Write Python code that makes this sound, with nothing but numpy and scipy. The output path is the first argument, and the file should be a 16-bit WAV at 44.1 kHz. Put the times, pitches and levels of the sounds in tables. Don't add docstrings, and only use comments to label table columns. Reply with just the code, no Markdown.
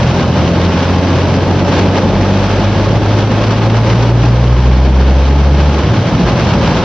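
import sys
import numpy as np
from scipy import signal
from scipy.fft import rfft, irfft
from scipy.io import wavfile
from scipy.ndimage import uniform_filter1d, minimum_filter1d

SR = 44100
rng = np.random.default_rng(int(sys.argv[2]) if len(sys.argv) > 2 else 0)


def to_wav(sig):
    pcm = np.clip(np.atleast_2d(sig), -1, 1) * 32767
    pcm = np.round(pcm).astype(np.int16)
    wavfile.write(sys.argv[1], SR, pcm.T)


N = 301644


def amp(db):
    return 10 ** (np.asarray(db) / 20)


def evened(x):
    return x / np.sqrt(np.mean(x ** 2) + 1e-20)


def curve(rows):
    seconds, *columns = np.transpose(rows)
    return [np.interp(np.arange(N) / SR, seconds, column) for column in columns]


def swells(rows):
    t = np.arange(N) / SR
    return sum(db * np.exp(-8 * ((t - middle_s) / length_s) ** 2 / 2) for middle_s, db, length_s in rows)


def colour(x, points):
    point_hz, db = np.transpose(points)
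    hz = np.fft.rfftfreq(N, 1 / SR)
    gain_db = np.interp(np.log(hz + 1), np.log(point_hz + 1), db)
    return irfft(rfft(x) * amp(gain_db), N)


def wobble(hz):
    b, a = signal.butter(2, hz, fs=SR)
    return evened(signal.lfilter(b, a, rng.standard_normal(N)))


# frequency in Hz, left-right difference against the sum in dB.
STEREO_WIDTH = [(30, -0.5), (60, -8.5), (100, -20), (180, -19.5), (310, -14.5), (530, -22), (920, -17),
                (1600, -10), (2760, -7), (4760, -6.5), (6200, 1.5), (8230, -0.5)]


def spread(middle, other):
    side = colour(other, STEREO_WIDTH)
    return np.array([middle + side, middle - side])


def drops(per_s, spread_db, t60, tilt_db):
    size_db = spread_db * np.minimum(rng.exponential(1, N), 3.5)
    hits = amp(size_db) * (rng.random(N) < per_s / SR)
    t = np.arange(2048) / SR
    out = np.zeros((2, N))
    patch = rng.integers(0, 12, N)
    octave = np.log2(np.fft.rfftfreq(len(t), 1 / SR) + 100)
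    decay = amp(-60 * t / max(t60, .002))
    for k in range(12):
        favour = amp(tilt_db * np.cos(np.pi * octave + 2 * np.pi * k / 12))
        tails = irfft(rfft(rng.standard_normal((2, len(t)))) * favour) * decay
        out += signal.oaconvolve((hits * (patch == k))[None], tails, axes=1)[:, :N]
    return evened(out)


# frequency in Hz, relative level in dB per Hz.
RAIN_COLOUR = [(150, -46.5), (300, -17.5), (558, -18), (854, -13), (1150, -16.5), (1440, -18.5),
               (1630, -17), (1790, -21.5), (3060, -23.5), (4500, -28.5), (6050, -32.5), (6400, -43),
               (7300, -48), (8680, -65)]
# time in seconds, level of the rain hiss above 1200 Hz in dB,
# level of the road roar in dB.
RAIN_AND_ROAD = [(0.0, -23.5, -14.5), (0.4, -23.5, -11.5), (0.8, -24.5, -14), (1.25, -23.5, -13),
                 (1.55, -26.5, -12), (1.8, -26, -11), (2.05, -26.5, -13), (2.5, -23, -15), (3.0, -25, -12),
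                 (3.3, -23.5, -15), (3.6, -25, -13.5), (3.95, -24.5, -14), (4.3, -26, -14.5),
                 (4.85, -26.5, -16.5), (5.4, -26.5, -15.5), (5.65, -24, -16), (6.0, -25.5, -15),
                 (6.4, -23.5, -13), (6.84, -23.5, -14.5)]
# middle in seconds, rise in dB, length in seconds.
FLURRIES = [(0.81, 2.5, 0.099), (1.77, 8, 0.19), (2.0, 5, 0.15), (3.19, 3, 0.048), (3.52, 5.5, .05),
            (3.63, 2, 0.055), (3.77, 0, 0.041), (3.9, 2.5, 0.079), (5.26, 1, 0.043), (5.6, 1, .06),
            (5.96, 3, 0.058), (6.08, 2, 0.029), (6.29, 2, 0.07), (6.5, 2, 0.093), (6.67, 3, 0.07),
            (6.78, 2, .05)]
# middle in seconds, change in dB (negative), length in seconds.
LULLS = [(0.29, -2.5, 0.069), (1.4, -1.5, 0.03), (2.11, -1, .06), (2.71, -2, 0.066), (3.27, -4, 0.08),
         (3.69, -3.5, 0.052), (3.82, -3, 0.051), (4.14, -4.5, 0.066), (5.5, -3, 0.081), (6.04, -1.5, 0.048),
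         (6.58, -2.5, 0.054)]
FLICKER_DB = 0.72


def rain():
    blur = rng.standard_normal((2, N))
    near = amp(-4.0) * drops(per_s=800, spread_db=3.0, t60=0.022, tilt_db=3.5)
    hard_ticks = amp(-9.0) * drops(per_s=600, spread_db=3.0, t60=0.008, tilt_db=4.5)
    middle, other = (colour(w, RAIN_COLOUR) for w in blur + near + hard_ticks)
    hiss = signal.sosfilt(signal.butter(4, 1200, "high", fs=SR, output="sos"), middle)
    gusts_db = swells(FLURRIES) + swells(LULLS)
    level_db = curve(RAIN_AND_ROAD)[0] + gusts_db + FLICKER_DB * wobble(hz=24)
    return amp(level_db) * spread(middle, other) / np.std(hiss)


# frequency in Hz, relative level in dB per Hz.
ROAD_COLOUR = [(20, -35), (40, -15), (60, -3), (100, 1.5), (180, 3.5), (300, -1), (450, -4), (560, -2.5),
               (610, -5.5), (750, -10.5), (860, -9.5), (1300, -24.5), (2500, -58.5)]


def road():
    middle, other = (colour(w, ROAD_COLOUR) for w in rng.standard_normal((2, N)))
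    lumps_db = 0.63 * wobble(hz=4.9)
    spray_db = 0.4 * (swells(FLURRIES) + swells(LULLS))
    level_db = curve(RAIN_AND_ROAD)[1] + lumps_db + spray_db
    return amp(level_db) * spread(middle, other) / np.std(middle)


# time in seconds, firing rate in Hz.
FIRING_RATE = [(0.0, 41.63), (0.9, 44.49), (1.8, 46.96), (2.7, 50.27), (3.6, 55.0), (4.5, 60.9),
               (5.1, 66.4), (5.8, 73.02), (6.1, 70.4)]
# frequency in Hz, gain in dB.
CABIN_ANSWER = [(40, -15.5), (45, -28.5), (48.5, -13), (55, -16), (58.5, -9.5), (61, -1), (65, 0.1),
                (72, -4), (83, -7), (91, -2), (100, -3), (110, 0), (120, 1.5), (126, -4), (132.5, -12),
                (136.5, -5), (142, -7), (146, -8), (150, -10), (165, -9), (175, -2.5), (184, -10),
                (190, -3.5), (197, -1), (203, -8), (212, -7), (222, -4.5), (232, -10), (245, -15.5),
                (270, -9), (300, -16), (340, -18.5)]
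# rms level in dB at the starting rate before the cabin and roughness,
# change in dB for each Hz that the rate climbs, rms roughness as a share of the tone.
FIRING_ORDERS = [(-10.5, 0.19, 0.15), (-12, 0.1, 0.13), (-8.5, -2, .12), (-14.5, -0.248, 0.2),
                 (-26, -0.1949, 0.97), (-16.5, -0.0225, 0.7)]
# time in seconds, level of the tones in dB.
THROTTLE = [(5.7, 0), (5.77, -4.5), (5.86, -5.5), (5.96, -15), (6.3, -45)]
MOST_FADE_DB = -12.5
ROUGH_HZ = 14.8


def engine():
    rate_hz = curve(FIRING_RATE)[0]
    cabin_hz, cabin_db = np.transpose(CABIN_ANSWER)
    angle = 2 * np.pi * np.cumsum(rate_hz * (1 + 0.002 * wobble(hz=6.0))) / SR
    tone = np.zeros(N)
    for order, (start_db, db_per_hz, rough) in enumerate(FIRING_ORDERS, start=1):
        shake = (wobble(hz=ROUGH_HZ) + 1j * wobble(hz=ROUGH_HZ)) / np.sqrt(2)
        uneven = 1 + rough * shake
        climb_db = np.maximum(db_per_hz * (rate_hz - rate_hz[0]), MOST_FADE_DB)
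        boom_db = np.interp(order * rate_hz, cabin_hz, cabin_db)
        level = amp(start_db + climb_db + boom_db)
        tone += level * (uneven * np.exp(1j * order * angle)).imag
    return -np.sqrt(2) * tone * amp(curve(THROTTLE)[0])


# frequency in Hz, width of one filter pass in Hz (at least 30 is used), relative level in dB.
SHELL_MODES = [(55, 22, -4), (96, 25, -4.5), (128, 61, -1), (175, 58, -1.5), (228, 76, -5.5)]
# middle in seconds, peak in dB, pitch in Hz, length between the 1/e points in seconds.
THUDS = [(2.95, -12, 121.2, 0.14), (2.97, -18, 163, .08), (5.8, -16.5, 153.1, 0.046),
         (5.86, -10, 102.4, .05), (5.9, -11, 183.5, 0.096), (5.912, -7.5, 117, 0.07),
         (5.99, -8, 107.4, 0.04), (6.065, -6, 119.5, 0.055), (6.16, -11, 159.7, 0.047),
         (6.262, -11.5, 55, 0.12), (6.333, -10, 123, 0.055), (6.335, -13.5, 221.2, .06),
         (6.212, -12, 178.6, .06), (6.403, -16.5, 95, .07), (6.46, -15.5, 208, 0.06),
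         (6.52, -12, 126, 0.07), (6.56, -12, 176, 0.07), (6.597, -15, 55, 0.14), (6.72, -10.5, 131, 0.078)]
ROUGH_FROM_S, ROUGH_DB, SMOOTH_DB = 5.78, -15, -32.5


def bumps():
    jolts, out, t = rng.standard_normal(N), np.zeros(N), np.arange(N) / SR
    for k, (hz, width_hz, db) in enumerate(SHELL_MODES):
        b, a = signal.iirpeak(hz, hz / max(width_hz, 30), fs=SR)
        ringing = signal.lfilter(b, a, signal.lfilter(b, a, jolts))
        out += (-1) ** k * amp(db) * evened(ringing)
    ground_db = np.interp(t, [ROUGH_FROM_S - .1, ROUGH_FROM_S + 0.11], [SMOOTH_DB, ROUGH_DB])
    out = evened(out) * amp(ground_db)
    for (middle_s, db, hz, length_s), turn in zip(THUDS, rng.random(len(THUDS))):
        swell = np.exp(-8 * ((t - middle_s) / length_s) ** 2 / 2)
        out += amp(db) * swell * np.sin(2 * np.pi * (hz * t + turn))
    return out


# start in seconds, starting level of the white burst in dB before the glass colours it.
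LARGE_DROPS = [(0.144, -13), (0.3192, -17), (0.4354, -23), (0.4768, -12.5), (0.615, -10), (0.8824, -19),
               (1.185, -15), (1.34, -9), (1.431, -12), (1.5918, -12), (1.724, -13), (1.747, -13),
               (1.795, -9), (1.882, -17.5), (1.957, -13), (2.21, -11), (2.336, -19), (2.9665, -23),
               (3.313, -14.5), (3.546, -17.5), (3.6202, -17), (3.6987, -10), (3.768, -9), (4.2826, -18),
               (4.4104, -19.5), (4.4393, -17), (4.464, -19.5), (4.6019, -15), (5.0265, -24.5), (5.252, -16),
               (6.153, -12), (6.396, -7), (6.536, -9), (6.7712, -14)]
# frequency in Hz, gain in dB.
GLASS_COLOUR = [(300, -12.5), (560, 5.5), (700, 0.5), (870, 4.5), (1300, 0), (3000, -3), (6000, -12.5),
                (6500, -22.5), (8800, -45)]


def splats():
    t, white = np.arange(1500) / SR, np.zeros((2, N + 1500))
    for start_s, db in LARGE_DROPS:
        burst = rng.standard_normal((2, len(t))) * amp(db - 60 * t / 0.05)
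        start = round(start_s * SR)
        white[:, start:start + len(t)] += burst
    return spread(*(colour(w, GLASS_COLOUR) for w in white[:, :N]))


# frequency in Hz, width in Hz, lift in dB.
PANEL_BANDS = [(342, 18, 1.5), (569, 19, 2.5), (710, 18, 1.5), (860, 46, 1.5), (1083, 16, 4), (1255, 46, 2)]


def panels(x):
    hz = np.fft.rfftfreq(N, 1 / SR)
    lift_db = sum(db / (1 + (2 * (hz - f) / width) ** 2) for f, width, db in PANEL_BANDS)
    return irfft(rfft(x) * amp(lift_db), N)


def scene():
    return panels(rain() + splats() + road()) + bumps() + engine()


THRESHOLD_DB, EDGE_HZ = -.9, 8834


def record(dry):
    peak_db = 20 * np.log10(abs(dry).max(0) + 1e-9)
    fall_db = np.arange(N) * 60.0 / SR
    held_peak_db = np.maximum.accumulate(peak_db + fall_db) - fall_db
    over_db = np.maximum(held_peak_db - THRESHOLD_DB, 0)
    ahead_db = -minimum_filter1d(-over_db, size=177)
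    held = dry / amp(0.89 * uniform_filter1d(ahead_db, size=177))
    band_limit = signal.firwin(511, EDGE_HZ, window=("kaiser", 9), fs=SR)
    return signal.oaconvolve(held, band_limit[None], "same")


dry = scene()
out = record(dry)
to_wav(out)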